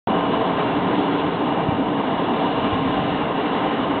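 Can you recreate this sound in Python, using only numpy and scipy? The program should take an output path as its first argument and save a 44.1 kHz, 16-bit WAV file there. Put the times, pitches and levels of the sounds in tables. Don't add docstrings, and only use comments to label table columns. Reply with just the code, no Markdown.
import sys
import numpy as np
from scipy import signal
from scipy.fft import rfft, irfft
from scipy.io import wavfile

SR = 44100
rng = np.random.default_rng(int(sys.argv[2]) if len(sys.argv) > 2 else 0)


def file_out(sig):
    cols = np.atleast_2d(sig).T
    lim = np.clip(cols, -1, 1)
    pcm = np.round(lim * 32767).astype(np.int16)
    wavfile.write(sys.argv[1], SR, pcm)


N = 176400


# time in seconds, then low roar, upper roar and spray gains in dB.
SURGES = [(.1, 3.5, 3, -11), (0.401, 2.5, 2, -2.5), (.6, 3.5, 1.5, 2.5), (.8, 2, 0, 3), (.98, 4, 0.5, 2),
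          (1.3, 3.5, -1.5, 2), (1.55, 2.5, 1.5, -10), (1.75, 1.5, -1.5, -2.5), (2.051, 3.5, 0, -0.5),
          (2.35, 2.5, 1, -1), (2.7, -1, .5, -0.5), (3.05, 2, -1, 2.5), (3.35, 0.5, -.5, 0),
          (3.6, 3, 0.5, 5.5), (4, 2, -1, 1.5)]

def steam():
    times, *gains = np.transpose(SURGES)
    low_db, upper_db, spray_db = (curve(np.c_[times, db]) for db in gains)
    voices = roar(low_db, upper_db) + drone() + hoots() + hiss() + boiling(upper_db, spray_db)
    sputter_db = 0.6 * flutter(rate_hz=17)
    return voices * amp(sputter_db)


# frequency in Hz, relative level in dB.
ROAR_SPECTRUM = [(50, -47.5), (80, -19), (125, -7.5), (180, -4), (240, 2.5), (345, -2), (470, 0.5),
                 (580, -6), (720, -4.5), (850, -5.5), (1060, -8.5), (1140, -13), (1400, -13.5), (2200, -20),
                 (4000, -64)]
# pitch in Hz, width in Hz, level in dB.
MOUTH_RESONANCES = [(176, 29, -38.5), (426, 49, -40.5), (657, 58, -35), (778, 77, -32.5), (920, 64, -34),
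                    (1037, 87, -32.5), (1218, 77, -41), (1587, 130, -47), (2340, 43, -50)]
ROAR_DB, SPLIT_HZ = -26.5, 600

def roar(low_db, upper_db):
    rush = amp(ROAR_DB) * turbulence(ROAR_SPECTRUM, patchy_db=-0.58, patch_s=0.13, patch_hz=350)
    body = rush + sum(amp(db) * ring(hz, width) for hz, width, db in MOUTH_RESONANCES)
    low = filtered(body, lambda f: 1 / (1 + (f / SPLIT_HZ) ** 8))
    return amp(low_db) * low + amp(upper_db) * (body - low)


# time in seconds, level in dB.
THROAT_SWELLS = [(.1, -32), (.45, -26), (.62, -29), (.98, -23), (1.35, -28.5), (1.8, -22.5), (2.1, -33),
                 (2.3, -26.5), (2.55, -29), (2.78, -25), (3.1, -29), (4, -31)]

def drone(pitch_hz=284.6, width_hz=52.5):
    hum = shaped(lambda f: 1 / (1 + (2 * (f - pitch_hz) / width_hz) ** 10))
    return amp(curve(THROAT_SWELLS)) * hum


# centre in seconds, half length in seconds, pitch in Hz, level in dB.
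MOUTH_HOOTS = [(2.337, 0.049, 406, -26), (2.79, 0.051, 1058, -30.5), (3.0, 0.053, 772, -28.5),
               (3.005, 0.043, 1053, -29.5), (3.304, 0.038, 1080, -34), (3.703, .09, 1040, -32)]

def hoots():
    t, out = np.arange(N) / SR, np.zeros(N)
    for centre, half_length, hz, db in MOUTH_HOOTS:
        swell = np.exp(-((t - centre) / half_length) ** 2 / 2)
        out += amp(db) * swell * ring(hz, width_hz=30)
    return out


# frequency in Hz, relative level in dB.
HISS_SPECTRUM = [(600, -12), (1250, -6), (1650, -9.5), (2100, -13.5), (2340, -2.5), (2490, -4.5),
                 (2680, 2.5), (3100, -1), (3400, -2.5), (3700, -2.5), (4000, -10), (4300, -22),
                 (4550, -44.5)]
# time in seconds, level in dB.
JET_SWELLS = [(0.1, -38.5), (0.71, -36), (0.8, -38), (1.03, -35.5), (1.16, -37), (1.2, -32.5), (1.23, -38),
              (1.6, -40), (1.72, -42), (2.15, -39), (2.39, -36.5), (3.12, -37), (3.31, -39.5),
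              (3.54, -35.5), (3.93, -39.5)]
# time in seconds, pitch in Hz, level in dB relative to the jet.
WHISTLE_PATH = [(.1, 2882, -2.5), (.35, 2938, -2.5), (.65, 2857, -5.5), (1.1, 2890, -7),
                (1.551, 2860, -0.5), (1.95, 2890, -3.5), (2.5, 2883, -3.5), (3.051, 2867, -1.5),
                (3.299, 2802, -2.5), (3.65, 2948, -3), (4, 2903, -1)]
HISS_DB, OVERBLOW_DB = -1.5, -11.5

def hiss():
    air = amp(HISS_DB) * turbulence(HISS_SPECTRUM, patchy_db=0.84, patch_s=0.082, patch_hz=500)
    times, hz, db = np.transpose(WHISTLE_PATH)
    pitch, whistle_db = curve(np.c_[times, hz]), curve(np.c_[times, db])
    glide = np.exp(2j * np.pi * np.cumsum(pitch - pitch.mean()) / SR)
    whistle = (signal.hilbert(ring(pitch.mean(), width_hz=170)) * glide).real
    overblow = amp(OVERBLOW_DB) * ring(hz=3383, width_hz=170)
    return amp(curve(JET_SWELLS)) * (air + amp(whistle_db) * whistle + overblow)


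GURGLE_DB, SPATTER_DB = -35, -38.5

def boiling(upper_db, spray_db):
    gurgle = grains(per_s=450, low_hz=391, high_hz=1141, cycles=8, spread_db=2.0)
    spatter = grains(per_s=1500, low_hz=1130, high_hz=2183, cycles=10, spread_db=1.8)
    return amp(GURGLE_DB + upper_db) * gurgle + amp(SPATTER_DB + spray_db) * spatter


# frequency in Hz, relative level in dB.
GUST_SPECTRUM = [(15, -15.5), (35, -16), (60, -2), (85, 0.5), (130, 6.5), (200, 6.5), (400, -31.5),
                 (1000, -58.5)]
# time in seconds, level in dB.
GUST_SWELLS = [(.1, -32.5), (.3, -40), (.55, -38), (.85, -30.5), (1.05, -48), (1.25, -35), (1.42, -41.5),
               (1.72, -33), (1.93, -35.5), (2.03, -46), (2.15, -39), (2.5, -39), (2.72, -31.5),
               (2.9, -31.5), (3.1, -30.5), (3.4, -40.5), (3.7, -45), (3.83, -37), (4, -36)]
# centre in seconds, pitch in Hz, level in dB, half length in cycles.
WIND_BUMPS = [(1.691, 150, -11.7, .5), (2.645, 232, -14.5, 1.1), (2.7345, 90, -18.5, .5)]
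LOW_FLOOR_HZ, LOW_FLOOR_DB = 55, -58

def wind():
    gusts = amp(curve(GUST_SWELLS)) * shaped(lambda f: colour(GUST_SPECTRUM, f))
    low_floor = amp(LOW_FLOOR_DB) * shaped(lambda f: 1 / (1 + (f / LOW_FLOOR_HZ) ** 4))
    out = gusts + low_floor
    for centre, hz, db, cycles in WIND_BUMPS:
        turns = (np.arange(N) / SR - centre) * hz
        out -= amp(db) * np.sin(2 * np.pi * turns) * np.exp(-(turns / cycles) ** 2 / 2)
    return out


def turbulence(spectrum, patchy_db, patch_s, patch_hz, hop=128):
    frames = dict(nperseg=4 * hop, noverlap=3 * hop)
    hz, t, cells = signal.stft(rng.standard_normal(N), SR, **frames)
    along_time = np.fft.fftfreq(len(t), hop / SR)
    along_pitch = np.fft.fftfreq(len(hz), hz[1])[:, None]
    blur = np.exp(-(along_time * patch_s * 2) ** 2 - (along_pitch * patch_hz * 2) ** 2)
    patches = unit(np.fft.ifft2(np.fft.fft2(rng.standard_normal(cells.shape)) * blur).real)
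    noise = signal.istft(cells * amp(patchy_db * patches), **frames)[1][:N]
    return unit(filtered(noise, lambda f: colour(spectrum, f)))


def grains(per_s, low_hz, high_hz, cycles, spread_db, count=24):
    t, out = np.arange(2048) / SR, np.zeros(N)
    for hz in np.geomspace(low_hz, high_hz, count):
        sizes = amp(spread_db * np.minimum(rng.exponential(1, N), np.pi))
        signs = np.sign(rng.standard_normal(N))
        onsets = rng.random(N) < per_s / count / SR
        age = t * hz / cycles
        grain = np.sin(2 * np.pi * hz * t) * np.exp(-2 * age) * (1 - np.exp(-20 * age))
        out += signal.oaconvolve(sizes * signs * onsets, grain)[:N]
    return unit(out)


def ring(hz, width_hz):
    return shaped(lambda f: 1 / (1 + (2 * (f - hz) / width_hz) ** 2 / 2))


def flutter(rate_hz):
    return shaped(lambda f: f / (f + 2) / (1 + (f / rate_hz) ** 4))


def shaped(gain):
    return unit(filtered(rng.standard_normal(N), gain))


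def filtered(x, gain):
    return irfft(rfft(x) * gain(np.fft.rfftfreq(N, 1 / SR)), N)


def colour(points, hz):
    f, db = np.transpose(points)
    return amp(np.interp(np.log(hz + 1), np.log(f), db))


def curve(points):
    return np.interp(np.arange(N) / SR, *np.transpose(points))


def amp(db):
    return 10 ** (np.asarray(db) / 20)


def unit(x):
    return x / np.sqrt(np.mean(x ** 2) + 1e-20)


def scene():
    return (steam() + wind())[None]


OPEN_S, CUTOFF_HZ = .072, 4560

def record(dry):
    live = dry * (np.arange(N) / SR >= OPEN_S)
    lowpass = signal.firwin(511, CUTOFF_HZ, window=("kaiser", 9), fs=SR)
    return signal.oaconvolve(live, lowpass[None], "same")


dry = scene()
out = record(dry)
file_out(out)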